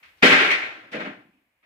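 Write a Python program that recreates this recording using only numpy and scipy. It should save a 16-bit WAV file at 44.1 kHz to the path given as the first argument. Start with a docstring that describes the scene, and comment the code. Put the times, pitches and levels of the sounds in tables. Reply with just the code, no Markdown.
"""A light tap sounds over faint room air, then a heavy object bangs down at the edge of a wooden
workbench in a small, live workshop. It lands with a thud and a hard clatter, rocks twice with a
bright ring and settles in softer knocks; a faint rustle and light taps follow. Each impact excites
resonances of object, bench and room, which decay exponentially: sparse modes as sines, dense ones
as noise. The microphone's two ports hear the bass alike and the treble apart."""
import sys
import numpy as np
from scipy import signal
from scipy.io import wavfile
from scipy.ndimage import uniform_filter1d

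SR = 44100
rng = np.random.default_rng(int(sys.argv[2]) if len(sys.argv) > 2 else 0)


def master_out(mix):
    """Clip the mix to full scale and print it as 16-bit PCM to the path in sys.argv[1]."""
    frames = np.transpose(np.atleast_2d(mix))
    ceiling = np.clip(frames, -1, 1)
    pcm = np.round(ceiling * 32767).astype(np.int16)
    wavfile.write(sys.argv[1], SR, pcm)


N = 72765
TIME = np.arange(N) / SR
BUILD_S, BASS_BUILD_S, MODE_BUILD_S = .0044, .0095, .004   # rise time constants


def from_db(db):
    """Amplitude ratio of a level in decibels."""
    return 10 ** (np.asarray(db) / 20)


def at_hz(curve, hz):
    """Interpolation on a logarithmic frequency axis."""
    frequencies, values = np.transpose(curve)
    return np.interp(np.log(hz), np.log(frequencies), values)


# Coherence between the ports: frequency_hz, coherence (limited to 0..1 in use)
PORT_COHERENCE = [(60, 0.7), (170, 3.5), (400, 0.7), (700, 0.25), (1200, 0.5), (1800, -1.4), (15000, 1.5)]

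def noise_bands(spectrum):
    """Partial coherence: yields (hz, stereo noise) by quarter octaves, with a total rms of 1."""
    edges = np.geomspace(28, 17000, 38)
    centres = np.sqrt(edges[1:] * edges[:-1])
    gains = from_db(at_hz(spectrum, centres)) * np.sqrt(np.diff(edges))
    gains /= np.linalg.norm(gains)
    white = rng.standard_normal((2, 2, N))
    for k, hz in enumerate(centres):
        band = signal.butter(2, edges[k:k + 2], "band", fs=SR, output="sos")
        noise = signal.sosfilt(band, white[k % 2])   # neighbouring bands are independent
        mid, side = noise / noise.std()
        coherence = np.clip(at_hz(PORT_COHERENCE, hz), 0, 1)
        common = np.sqrt((1 + coherence) / 2) * mid
        opposed = np.sqrt((1 - coherence) / 2) * side * [[1], [-1]]
        yield hz, gains[k] * (common + opposed)


# Spectrum of the quiet workshop: frequency_hz, density_db
AIR_SPECTRUM = [(30, -6), (80, -0.5), (150, -7.5), (300, -7.5), (700, -5), (1400, -6.5), (2250, 0),
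                (3500, -14), (6000, -23), (15000, -21.5)]
# Level of the room air: time_s, level_db
AIR_FADE = [(0, -62.5), (.2, -65), (.4, -67), (1.3, -71), (1.48, -74.5), (1.65, -75)]

def room_air():
    """Ambient noise: a broadband floor of constant spectrum whose level slowly falls."""
    air = sum(noise for _, noise in noise_bands(AIR_SPECTRUM))
    return air * from_db(np.interp(TIME, *np.transpose(AIR_FADE)))


# Balance of the ports: frequency_hz, left_minus_right_db
PORT_BALANCE = [(150, -0.5), (500, 0), (1100, 3), (1600, 4), (2450, -3), (3100, 6.5), (3900, 11),
                (5300, 2.5), (8500, 5.5), (12000, -4)]

def pan(hz):
    """Interchannel level difference: left and right gains at one frequency."""
    return from_db(at_hz(PORT_BALANCE, hz) * np.array([[.5], [-.5]]))


def thud_share(hz, edge_hz=557):
    """Low-pass weighting: how far a frequency belongs to the thud."""
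    return 1 / (1 + (hz / edge_hz) ** 3)


# Hard contacts with the bench: start_s, level_db, extra_thud_db, extra_treble_db, t60_s
IMPACTS = [(.026, -50, -27, 7.5, 0.46), (0.169, -65.5, -7.5, 20, 0.51), (0.2183, -33, -0.5, -8, .3),
           (0.2234, -9, 8, 4, 0.37), (0.245, -15.5, -9.5, 10, 0.63), (.297, -13, -1, 0, 0.69),
           (.320, -14, -17.5, -5.5, 0.78), (.392, -15.5, -15, -3, 0.51), (.440, -24, 1.5, 2.5, 0.61),
           (.503, -20, -11, 5.5, 0.34), (.617, -33.5, -4, -2.5, 0.58), (.915, -42.5, 11.5, 13.5, 0.29),
           (.925, -32, 4, -2, 0.37), (.938, -32.5, 9.5, -8.5, 0.5), (.995, -30.5, 8, -5, 0.38),
           (1.043, -31, 9.5, -16, 0.35), (1.071, -62, 2, -10, .33), (1.627, -60, -3.5, -8, 0.45)]

def impact_gains(hz, treble_edge_hz=3800):
    """Excitation spectrum: the gain with which each impact drives one frequency."""
    _, level_db, thud_db, treble_db, _ = np.transpose(IMPACTS)
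    treble_share = 1 / (1 + (treble_edge_hz / hz) ** 4)
    return from_db(level_db + thud_share(hz) * thud_db + treble_share * treble_db)


def chatter(rate_hz=90, spread_db=.5):
    """Random amplitude modulation: a gain that flickers slightly."""
    flicker = uniform_filter1d(rng.standard_normal(N), int(SR / rate_hz))
    return from_db(spread_db * flicker / flicker.std())


# Dense resonances of object, bench and room: frequency_hz, density_db
CLATTER_SPECTRUM = [(35, -40), (80, -35.5), (140, -28), (200, -12), (300, -9.5), (450, -8.5), (560, -10.5),
                    (700, -6.5), (1000, -10.5), (1500, -3), (2150, 1), (3000, -7.5), (4200, -20),
                    (5500, -24.5), (7000, -38.5), (9000, -37), (11500, -47), (15500, -46.5)]
# Their decay time relative to the impact's: frequency_hz, t60_ratio
CLATTER_DECAY = [(50, 1.1), (150, 0.44), (270, 1.3), (400, 1.1), (700, 1.287), (1200, 1.162), (2200, 1.05),
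                 (5000, 1), (8000, 1), (14000, 0.31)]

def clatter():
    """Modal overlap: dense resonances merge into noise that builds and decays band by band."""
    starts, *_, t60s = np.transpose(IMPACTS)
    coarse_time = TIME[::16]
    age = np.maximum(coarse_time - starts[:, None], 0)
    out = np.zeros((2, N))
    for hz, noise in noise_bands(CLATTER_SPECTRUM):
        build_s = BUILD_S + (BASS_BUILD_S - BUILD_S) * thud_share(hz)
        rise = 1 - np.exp(-age / build_s)
        decay = from_db(-60 * age / (t60s[:, None] * at_hz(CLATTER_DECAY, hz)))
        envelopes = impact_gains(hz)[:, None] * rise * decay
        total = np.linalg.norm(envelopes, axis=0)   # impacts add in power
        out += noise * pan(hz) * np.interp(TIME, coarse_time, total)
    return out * chatter()


def near_echoes(direct, count=6, delay_range_s=(.001, .007), gain=.16):
    """Early reflections: nearby tools and walls return the treble, differently to each port."""
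    treble = signal.sosfilt(signal.butter(2, 1000, "high", fs=SR, output="sos"), direct)
    out = direct.copy()
    for port, delays_s in enumerate(rng.uniform(*delay_range_s, (2, count))):
        for k, lag in enumerate((delays_s * SR).astype(int)):
            out[port, lag:] += gain * (-1) ** k * treble[port, :-lag]
    return out


def damped_sine(hz, t60_s, start_s):
    """Damped oscillation: one mode swells, then falls by 60 dB in t60_s."""
    first = np.searchsorted(TIME, start_s)
    span = slice(first, first + int(t60_s * SR * 1.2))
    age = TIME[span] - start_s
    rise = 1 - np.exp(-age / MODE_BUILD_S)
    out = np.zeros(N)
    out[span] = np.sin(2 * np.pi * hz * age) * rise * from_db(-60 * age / t60_s)
    return out


def struck_modes(modes, t60_ratio, spread_db=3):
    """Modal superposition: every impact drives every mode, with some scatter in force."""
    starts, *_, t60s = np.transpose(IMPACTS)
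    scatter_db = spread_db * rng.standard_normal((len(starts), len(modes)))
    out = np.zeros((2, N))
    for k, (hz, level_db) in enumerate(modes):
        gains = impact_gains(hz) * from_db(level_db + scatter_db[:, k]) * (-1) ** k
        delay_s = BASS_BUILD_S * rng.random()
        for gain, t60_s, start_s in zip(gains, t60s, starts):
            out += pan(hz) * gain * damped_sine(hz, t60_s * t60_ratio, start_s + delay_s)
    return out


# Modes of the bench top: pitch_hz, level_db
BENCH_MODES = [(178, -11.5), (221, -12.5), (269, -3.5), (308, -6), (405, -6.5), (491, -3), (606, -4),
               (700, -10), (781, -14)]

def bench_thud():
    """Free vibration of the wooden top: its low modes give each impact a thud."""
    return from_db(-10.5) * struck_modes(BENCH_MODES, t60_ratio=.81)


# Modes of the object: pitch_hz, level_db
OBJECT_MODES = [(1126, -9), (1261, -3), (1527, -6.5), (1657, -1.5), (1717, -4), (1846, -8), (2002, -5),
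                (2115, -1), (2157, -12), (2339, -2.5), (2471, -7), (2648, -7), (2814, -10), (3112, -9)]

def object_ring():
    """Free vibration of the object: its high, inharmonic modes ring brightly."""
    return from_db(-13.5) * struck_modes(OBJECT_MODES, t60_ratio=.98)


def bursts(events, width_hz, build_s, t60_s, coherence):
    """Exponential decay: each event is a narrow band of noise that swells and dies away."""
    age = np.arange(SR // 2) / SR
    envelope = (1 - np.exp(-age / build_s)) * from_db(-60 * age / t60_s)
    out = np.zeros((2, N + SR))
    for start_s, level_db, hz in events:
        band = signal.butter(2, [hz - width_hz / 2, hz + width_hz / 2], "band", fs=SR, output="sos")
        noise = signal.sosfilt(band, rng.standard_normal((3, SR)))[:, -len(age):]
        noise /= noise.std()
        stereo = np.sqrt(coherence) * noise[0] + np.sqrt(1 - coherence) * noise[1:]
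        first = int(start_s * SR)
        out[:, first:first + len(age)] += from_db(level_db) * envelope * stereo
    return out[:, :N]


# Low room rumble at the start, then bass booms of the bench: start_s, level_db, pitch_hz
RUMBLE_AND_BOOMS = [(.026, -76.5, 80), (.275, -40, 110.2), (.315, -51, 115), (.62, -58.5, 118),
                    (.81, -65.5, 125), (1.17, -64.5, 124)]

def rumble_and_booms():
    """Narrowband bass noise: the room rumbles faintly, then the bench booms at resonance."""
    return bursts(RUMBLE_AND_BOOMS, width_hz=37, build_s=.0069, t60_s=.55, coherence=1)


# Bright clacks at the first light tap, then as the object lands and rocks, then a faint rustle: start_s,
# level_db, pitch_hz
CLACKS_AND_RUSTLE = [(.027, -59, 1280), (.028, -50.5, 2250), (.227, -13.5, 2190), (.504, -14.5, 2224),
                     (.519, -20, 2070), (.619, -23.5, 2170), (1.325, -68.5, 2628), (1.370, -72, 2500)]

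def clacks_and_rustle():
    """Band-limited transients: treble bursts sound as clacks, the two faintest as a rustle."""
    return bursts(CLACKS_AND_RUSTLE, width_hz=500, build_s=.0023, t60_s=.26, coherence=.14)


def landing_shove():
    """Impulse response: the landing shoves the whole bench into one heavily damped swing."""
    return from_db(-32.5) * damped_sine(hz=35, t60_s=.06, start_s=.224)


# Soft pushes on the bench top: start_s, level_db, pitch_hz
SOFT_NUDGES = [(0.398, -23.5, 395), (.452, -34.5, 361), (0.531, -41.5, 380), (.635, -53, 640),
               (.825, -55, 557), (.705, -55, 320), (0.754, -49, 321), (0.836, -48, 290), (0.936, -33, 612),
               (.942, -31.5, 488), (0.949, -34.5, 213), (1.005, -37.5, 213), (1.063, -39.5, 218),
               (1.170, -53.5, 267), (1.250, -53.5, 230), (1.345, -65, 261), (1.392, -66, 250)]

def soft_nudges():
    """Soft contact: a slow force excites only low resonances of the bench top."""
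    return bursts(SOFT_NUDGES, width_hz=90, build_s=.0069, t60_s=.31, coherence=1)


def port_delay(sound, lag_s=.00029):
    """Arrival time difference: sound reaches the right port first, then the left."""
    left, right = sound
    late_left = np.roll(left, int(lag_s * SR)) * (TIME > lag_s)
    return np.array([late_left, right])


def scene():
    """Linear superposition: the sources add together over the room air."""
    sources = near_echoes(clatter()) + bench_thud() + object_ring()
    sources += clacks_and_rustle() + soft_nudges() + rumble_and_booms() + landing_shove()
    return port_delay(sources) + room_air()


def record(dry, ceiling=1.2, stopband_hz=16350):
    """Soft saturation rounds the highest peaks; a steep low-pass limits the bandwidth."""
    rounded = dry / (1 + (dry / ceiling) ** 4) ** .25
    low_pass = signal.cheby2(16, 70, stopband_hz, fs=SR, output="sos")
    return signal.sosfilt(low_pass, rounded)


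dry = scene()
out = record(dry)
master_out(out)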